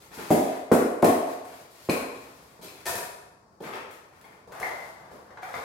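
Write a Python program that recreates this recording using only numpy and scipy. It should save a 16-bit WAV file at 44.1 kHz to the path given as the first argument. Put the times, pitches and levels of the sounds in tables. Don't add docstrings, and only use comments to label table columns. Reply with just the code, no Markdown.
import sys
import numpy as np
from scipy import signal
from scipy.fft import rfft, irfft, next_fast_len
from scipy.io import wavfile
from scipy.ndimage import map_coordinates

SR = 44100
rng = np.random.default_rng(int(sys.argv[2]) if len(sys.argv) > 2 else 0)


def generate_wav(signal):
    frames = np.transpose(np.atleast_2d(signal))
    scaled = np.clip(frames, -1, 1) * 32767
    pcm = np.round(scaled).astype(np.int16)
    wavfile.write(sys.argv[1], SR, pcm)


N = 248724
RUMBLE_HZ, TOP_HZ = 55.5, 16000


# start_s, thud_db, push_db, big_pocket_hz, big_pocket_db,
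# small_pocket_hz, small_pocket_db, spray_db, spray_delay_s
LUMPS = [(.3045, 13, 6, 245, 13, 677, 15.5, 3, 0.001), (0.715, 19.5, 3.5, 390, 0, 1400, 3.5, 3, 0.00091),
         (1.0267, 18, 3, 704, 15.5, 1094, 6, 2.5, 0.014), (1.888, 9.5, -1, 457, -20, 1020, 1, 0.5, 0.0041)]
# freq_hz, level_db
THUD_SPECTRUM = [(25, -93), (50, -51), (80, -2.5), (150, -15.5), (250, 6.5), (450, 6.5), (740, 0.5),
                 (870, -7.5), (1100, -6), (1350, -22.5), (2200, -24.5), (3300, -41.5), (8000, -60)]
# pitch_hz, level_db, t60_s
PUSH_MODES = [(124.4, 12, 0.069), (166.7, 7, 0.19)]
# pitch_hz, level_db, t60_s
STANDING_WAVES = [(112.1, -11, 0.47), (182, -3.5, 0.62), (238, 9, 0.49), (267.4, 3.5, 0.88), (437, -4.5, 1),
                  (482, 3, 1), (601, -11, 0.98), (712, -1.5, 0.81)]


def lumps():
    out = np.zeros((2, N))
    for start, thud_db, push_db, big_hz, big_db, small_hz, small_db, spray_db, spray_delay in LUMPS:
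        big_pocket = ring([(big_hz, 0, 9 / big_hz)])
        small_pocket = ring([(small_hz, 0, 11 / small_hz)])
        slap = np.zeros(SR // 4)
        add(slap, 0.0006, -amp(thud_db) * pulse(THUD_SPECTRUM))
        add(slap, 0.003, amp(big_db) * big_pocket)
        add(slap, 0.005, amp(small_db) * small_pocket)
        flying = spray(life=0.026, bubble_hz=10700, cycles=5.6, bubble_share=0.11)
        add(slap, spray_delay, amp(spray_db) * flying)
        add(out, start, garage(slap, direct_db=-9.0, build=0.0026))
        add(out, start, -amp(push_db) * ring(PUSH_MODES))
        add(out, start + 0.0051, amp(thud_db - 5.0) * ring(STANDING_WAVES))
    return out


# freq_hz, level_db
SPRAY_SPECTRUM = [(700, 2), (1800, 3.5), (2500, -0.5), (3500, -5.5), (6000, -5.5), (8000, -4.5),
                  (11500, -4), (15500, -12.5)]


def spray(life, bubble_hz, cycles, bubble_share, count=16):
    t = np.arange(SR // 4) / SR
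    fading = grit(rate=1500, spread_db=4, smooth=0.24, size=len(t)) * np.exp(-t / life)
    crackle = through(fading, pulse(SPRAY_SPECTRUM))
    age = np.maximum(t - rng.exponential(life, (count, 1)), 0)
    hz = np.minimum(bubble_hz * np.exp(rng.normal(0, 0.247, (count, 1))), TOP_HZ)
    bubbles = np.sum(np.sin(2 * np.pi * hz * age) * np.exp(-age * hz / cycles), axis=0)
    return one_blow(one_blow(crackle) + bubble_share * one_blow(bubbles))


# start_s, level_db
CLINKS = [(1.045, -8.5), (1.893, -14), (1.897, 1.5), (2.684, -19)]
# pitch_hz, level_db, t60_s
BLADE_MODES = [(1936, -6.5, 0.0096), (2360, -0.5, 0.015), (2477, -0.5, 0.017), (4117, -9.5, 0.048),
               (4290, -7.5, 0.028), (4900, -7, 0.01), (7900, -14, .012)]
# start_s, length_s, level_db
DRAGS = [(2.852, 0.05, -24), (2.945, 0.069, -34)]
# freq_hz, level_db
RASP_SPECTRUM = [(60, -13), (290, -17.5), (400, 1.5), (700, -6.5), (1200, 0.5), (2200, -9), (3500, -10.5),
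                 (7000, -11.5), (12000, -12), (16000, -22)]
# pitch_hz, level_db, t60_s
PRESSED_MODES = [(513, -7, 0.065), (715, 3.5, 0.079), (980, 0.5, 0.076), (1470, -18, 0.074),
                 (1830, -3, 0.038), (2210, -5, 0.027), (2590, -1, 0.022)]


def blade():
    steel = np.zeros(N)
    for start, level_db in CLINKS:
        add(steel, start, amp(level_db) * ring(BLADE_MODES))
    chatter = judder(rate=220, depth_db=1.8)
    press, = strokes(DRAGS, attack_s=0.0078, release_s=0.014, sag_db_per_s=46)
    rub = press * grit(rate=1800, spread_db=4.5, smooth=0.35) * chatter
    rasp = amp(-2.5) * through(rub, pulse(RASP_SPECTRUM))
    rasp += amp(-5.0) * through(rub, ring(PRESSED_MODES))
    return garage(steel + rasp, direct_db=-7.5)[:, :N]


# start_s, level_db
STEPS = [(0.11, -17), (.176, -6), (2.59, -15.5), (2.628, -12), (3.603, -4.5), (4.26, -40), (4.474, -12),
         (4.61, -7), (5.112, -11)]
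# freq_hz, level_db
HEEL_SPECTRUM = [(30, -4), (100, -9.5), (220, -5.5), (410, -1), (620, -10), (1000, -8.5), (2000, -33),
                 (5000, -32), (15000, -44)]
# start_s, length_s, rub_db, sand_db
SLIDES = [(0, 0.044, -51.5, -49), (.105, 0.46, -40.5, -44.5), (.18, 0.012, -27.5, -53),
          (1.26, 0.064, -47.5, -48.5), (1.445, 0.18, -49.5, -53), (1.695, 0.22, -54.5, -53),
          (1.92, 0.097, -34, -62), (2.13, 0.44, -55, -55), (2.612, 0.032, -40.5, -42.5),
          (2.675, 0.14, -56, -55.5), (3.5, 0.036, -65, -74), (3.615, 0.079, -35, -52.5),
          (3.712, 0.061, -27.5, -66), (3.895, 0.047, -56.5, -54), (4.108, 0.27, -52, -66),
          (5.11, .05, -60, -61)]
# freq_hz, level_db
SLIDE_SPECTRUM = [(35, -54), (60, -17.5), (346, -5), (437, -4), (732, -4), (862, -1), (1140, -3.5),
                  (2250, -9.5), (2470, -10.5), (2770, -16.5), (16000, -42)]


def boots_and_slides():
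    rub, sand = strokes(SLIDES, attack_s=0.0091, release_s=0.0078, sag_db_per_s=17.5)
    rubbing = rub * grit(rate=600, spread_db=3.0, smooth=0.26) * judder(rate=100, depth_db=5.0)
    floor = through(rubbing, pulse(SLIDE_SPECTRUM)) + crushed_sand(sand)
    for start, level_db in STEPS:
        add(floor, start, amp(level_db) * crunch(pulse(HEEL_SPECTRUM), life=0.0032))
    return garage(floor, direct_db=-12.5)[:, :N]


# start_s, level_db
STONES = [(0.151, -21), (0.199, -25), (1.024, -5.5), (1.044, 0.5), (1.047, -20), (1.446, -27),
          (1.452, -20.5), (2.646, -32), (2.9537, -5), (3.755, -23), (3.91, -26), (4.213, -27.5),
          (4.253, -34.5), (4.599, -11.5)]


def stones():
    snaps = np.zeros(N)
    for start, level_db in STONES:
        add(snaps, start, amp(level_db) * crunch(pulse(SPRAY_SPECTRUM), life=0.0022))
    return garage(snaps, direct_db=-6.0)[:, :N]


# start_s, length_s, push_db, sand_db
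DIGS = [(4.507, 0.13, -39, -54), (4.615, 0.069, -34, -47), (4.73, 0.16, -50, -56),
        (4.97, 0.37, -52.5, -68.5), (5.415, 0.021, -42.5, -49.5), (5.45, 0.1, -42.5, -55.5),
        (5.53, .11, -39.5, -50.5)]
# freq_hz, level_db
MIX_SPECTRUM = [(30, -32), (70, -7.5), (210, -16), (400, -3.5), (650, 4), (1150, -1), (1850, -5),
                (2900, -20.5), (3800, -20.5), (5500, -26.5), (16000, -49)]
# start_s, knock_db, ring_db
KNOCKS = [(4.629, -14, 2), (4.71, -4, -31), (5.305, -17.5, -35), (5.372, -9.5, -30), (5.429, -3.5, -11.5),
          (5.539, -2.5, -7.5)]
# pitch_hz, level_db, t60_s
TRAY_MODES = [(672, -10, 0.18), (804, -14, .15), (1192, -4, 0.11), (1295, -22, 0.076), (1614, -13, 0.081),
              (1920, 6.5, 0.023), (2055, 8.5, .025), (2190, -19, 0.018)]


def barrow():
    push, sand = strokes(DIGS, attack_s=0.014, release_s=0.0083, sag_db_per_s=11)
    grinding = push * grit(rate=600, spread_db=2.5, smooth=0.22) * judder(rate=110, depth_db=2.2)
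    dig = through(grinding, pulse(MIX_SPECTRUM)) + crushed_sand(sand)
    for start, knock_db, ring_db in KNOCKS:
        add(dig, start, amp(knock_db) * crunch(pulse(MIX_SPECTRUM), life=0.0029))
        add(dig, start, amp(ring_db) * crunch(ring(TRAY_MODES), life=0.0028))
    return garage(dig, direct_db=-9)[:, :N]


# freq_hz, level_db
AIR_SPECTRUM = [(25, -23), (60, 3), (130, 2), (280, -4), (400, -2), (600, -6), (1100, -5), (1600, -17),
                (3000, -42), (4700, -20.5), (9000, -32), (12000, -43), (16000, -41)]


def outdoors():
    wash = unit(filtered(diffuse(N), lambda hz: amp(along(AIR_SPECTRUM, hz))))
    return amp(-57.5) * wash * judder(rate=1.8, depth_db=-1.0)


def garage(x, direct_db, build=0.00059, count=3):
    spots = np.array([wobble(70, len(x)) for _ in range(count)])
    spots /= np.linalg.norm(spots, axis=0)
    out = sum(signal.fftconvolve((x * share)[None], tail(build), axes=1) for share in spots)
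    add(out, 0, amp(direct_db) * x)
    return out


# freq_hz, t60_s
GARAGE_DECAY = [(80, 0.5), (210, 0.52), (560, 0.99), (1470, 0.9), (3880, 0.77), (10200, 0.64),
                (16000, 0.47)]


def tail(build):
    hz, t, z = signal.stft(diffuse(SR), SR, nperseg=256)
    t60 = along(GARAGE_DECAY, hz)[:, None]
    fading = z * amp(-60 * t / t60) / np.sqrt(t60)
    echoes = signal.istft(fading, SR, nperseg=256)[1][:, :SR]
    arriving = 1 - np.exp(-(np.arange(SR) / SR / build) ** 2)
    return np.sqrt(2) * one_blow(echoes * arriving)


# freq_hz, correlation (1 = same, -1 = opposite)
LIKENESS = [(130, 0.92), (290, 0.88), (640, 0.31), (1300, -0.22), (2400, -0.12), (4000, 0.03),
            (6000, -0.15), (9000, 0.29), (14000, 1)]


def diffuse(size):
    def blend(hz):
        turn = np.arccos(np.clip(along(LIKENESS, hz), -1, 1)) / 2
        return np.array([np.cos(turn), np.sin(turn)])

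    mid, side = filtered(rng.standard_normal((2, size)), blend)
    return np.array([mid + side, mid - side])


def strokes(rows, attack_s, release_s, sag_db_per_s):
    age = np.arange(SR) / SR
    out = np.zeros((len(rows[0]) - 2, N))
    for start, length, *levels_db in rows:
        bite = np.minimum(age / attack_s, 1)
        let_go = np.exp(-np.maximum(age - length, 0) / release_s)
        force = bite * amp(-sag_db_per_s * age) * let_go
        add(out, max(start, 0), np.outer(amp(levels_db), force))
    return out


# freq_hz, level_db
SAND_SPECTRUM = [(800, -12), (2000, 0), (4500, 2), (9000, -3), (12500, -3), (15500, -11.5)]


def crushed_sand(force):
    return through(force * grit(rate=550, spread_db=5, smooth=0.35), pulse(SAND_SPECTRUM))


def crunch(body, life):
    u = np.arange(SR // 8) / SR / life
    swell = np.sqrt(u) * np.exp(-u)
    fractures = grit(rate=3000, spread_db=5.0, smooth=0.23, size=len(u))
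    return one_blow(signal.fftconvolve(fractures * swell, body))


def grit(rate, spread_db, smooth, size=N):
    hits = rng.random(size) < rate / SR
    signs = rng.choice([-1, 1], size)
    sizes = amp(spread_db * np.minimum(rng.exponential(size=size), 3.5))
    return unit(unit(hits * signs * sizes) + smooth * rng.standard_normal(size))


def judder(rate, depth_db):
    return unit(amp(depth_db * wobble(rate, N)))


def wobble(rate, size):
    knots = rng.standard_normal(int(size * rate / SR) + 4)
    return map_coordinates(knots, [np.arange(size) * rate / SR])


def ring(modes):
    t = np.arange(SR) / SR
    out = np.zeros(SR)
    for hz, level_db, t60 in modes:
        decay = amp(level_db + rng.normal() - 60 * t / t60)
        out += decay * np.sin(2 * np.pi * hz * t) * (1 - np.exp(-2 * hz * t))
    return one_blow(out)


def pulse(spectrum, size=4096):
    cepstrum = irfft(np.log(amp(along(spectrum, np.fft.rfftfreq(size, 1 / SR)))))
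    cepstrum[1:size // 2] *= 2
    cepstrum[size // 2 + 1:] = 0
    return one_blow(irfft(np.exp(rfft(cepstrum))))


def through(x, body):
    return signal.fftconvolve(x, body)[:len(x)]


def filtered(x, response):
    n = x.shape[-1]
    m = next_fast_len(n + 8192)
    return irfft(rfft(x, m) * response(np.fft.rfftfreq(m, 1 / SR)), m)[..., :n]


def add(track, start, x):
    part = track[..., round(start * SR):][..., :x.shape[-1]]
    part += x[..., :part.shape[-1]]


def along(points, hz):
    f, v = np.transpose(points)
    return np.interp(np.log(hz + 1), np.log(f + 1), v)


def amp(db):
    return 10 ** (np.asarray(db) / 20)


def unit(x):
    return x / np.sqrt(np.mean(x ** 2) + 1e-20)


def one_blow(x):
    return x / (np.linalg.norm(x) + 1e-20)


def scene():
    return lumps() + blade() + boots_and_slides() + stones() + barrow() + outdoors()


# freq_hz, left_minus_right_db
MIC_BALANCE = [(200, -0.6), (650, -0.2), (1290, 4.5), (2380, 5.5), (4400, 1.1), (8100, 4.5), (15000, -0.5)]


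def record(dry):
    def microphones(hz):
        balance = amp(np.outer([1, -1], along(MIC_BALANCE, hz)) / 2)
        low_cut = (1j * hz / (RUMBLE_HZ + 1j * hz)) ** 2
        return balance * low_cut * (hz < TOP_HZ)

    return filtered(dry, microphones)


dry = scene()
out = record(dry)
generate_wav(out)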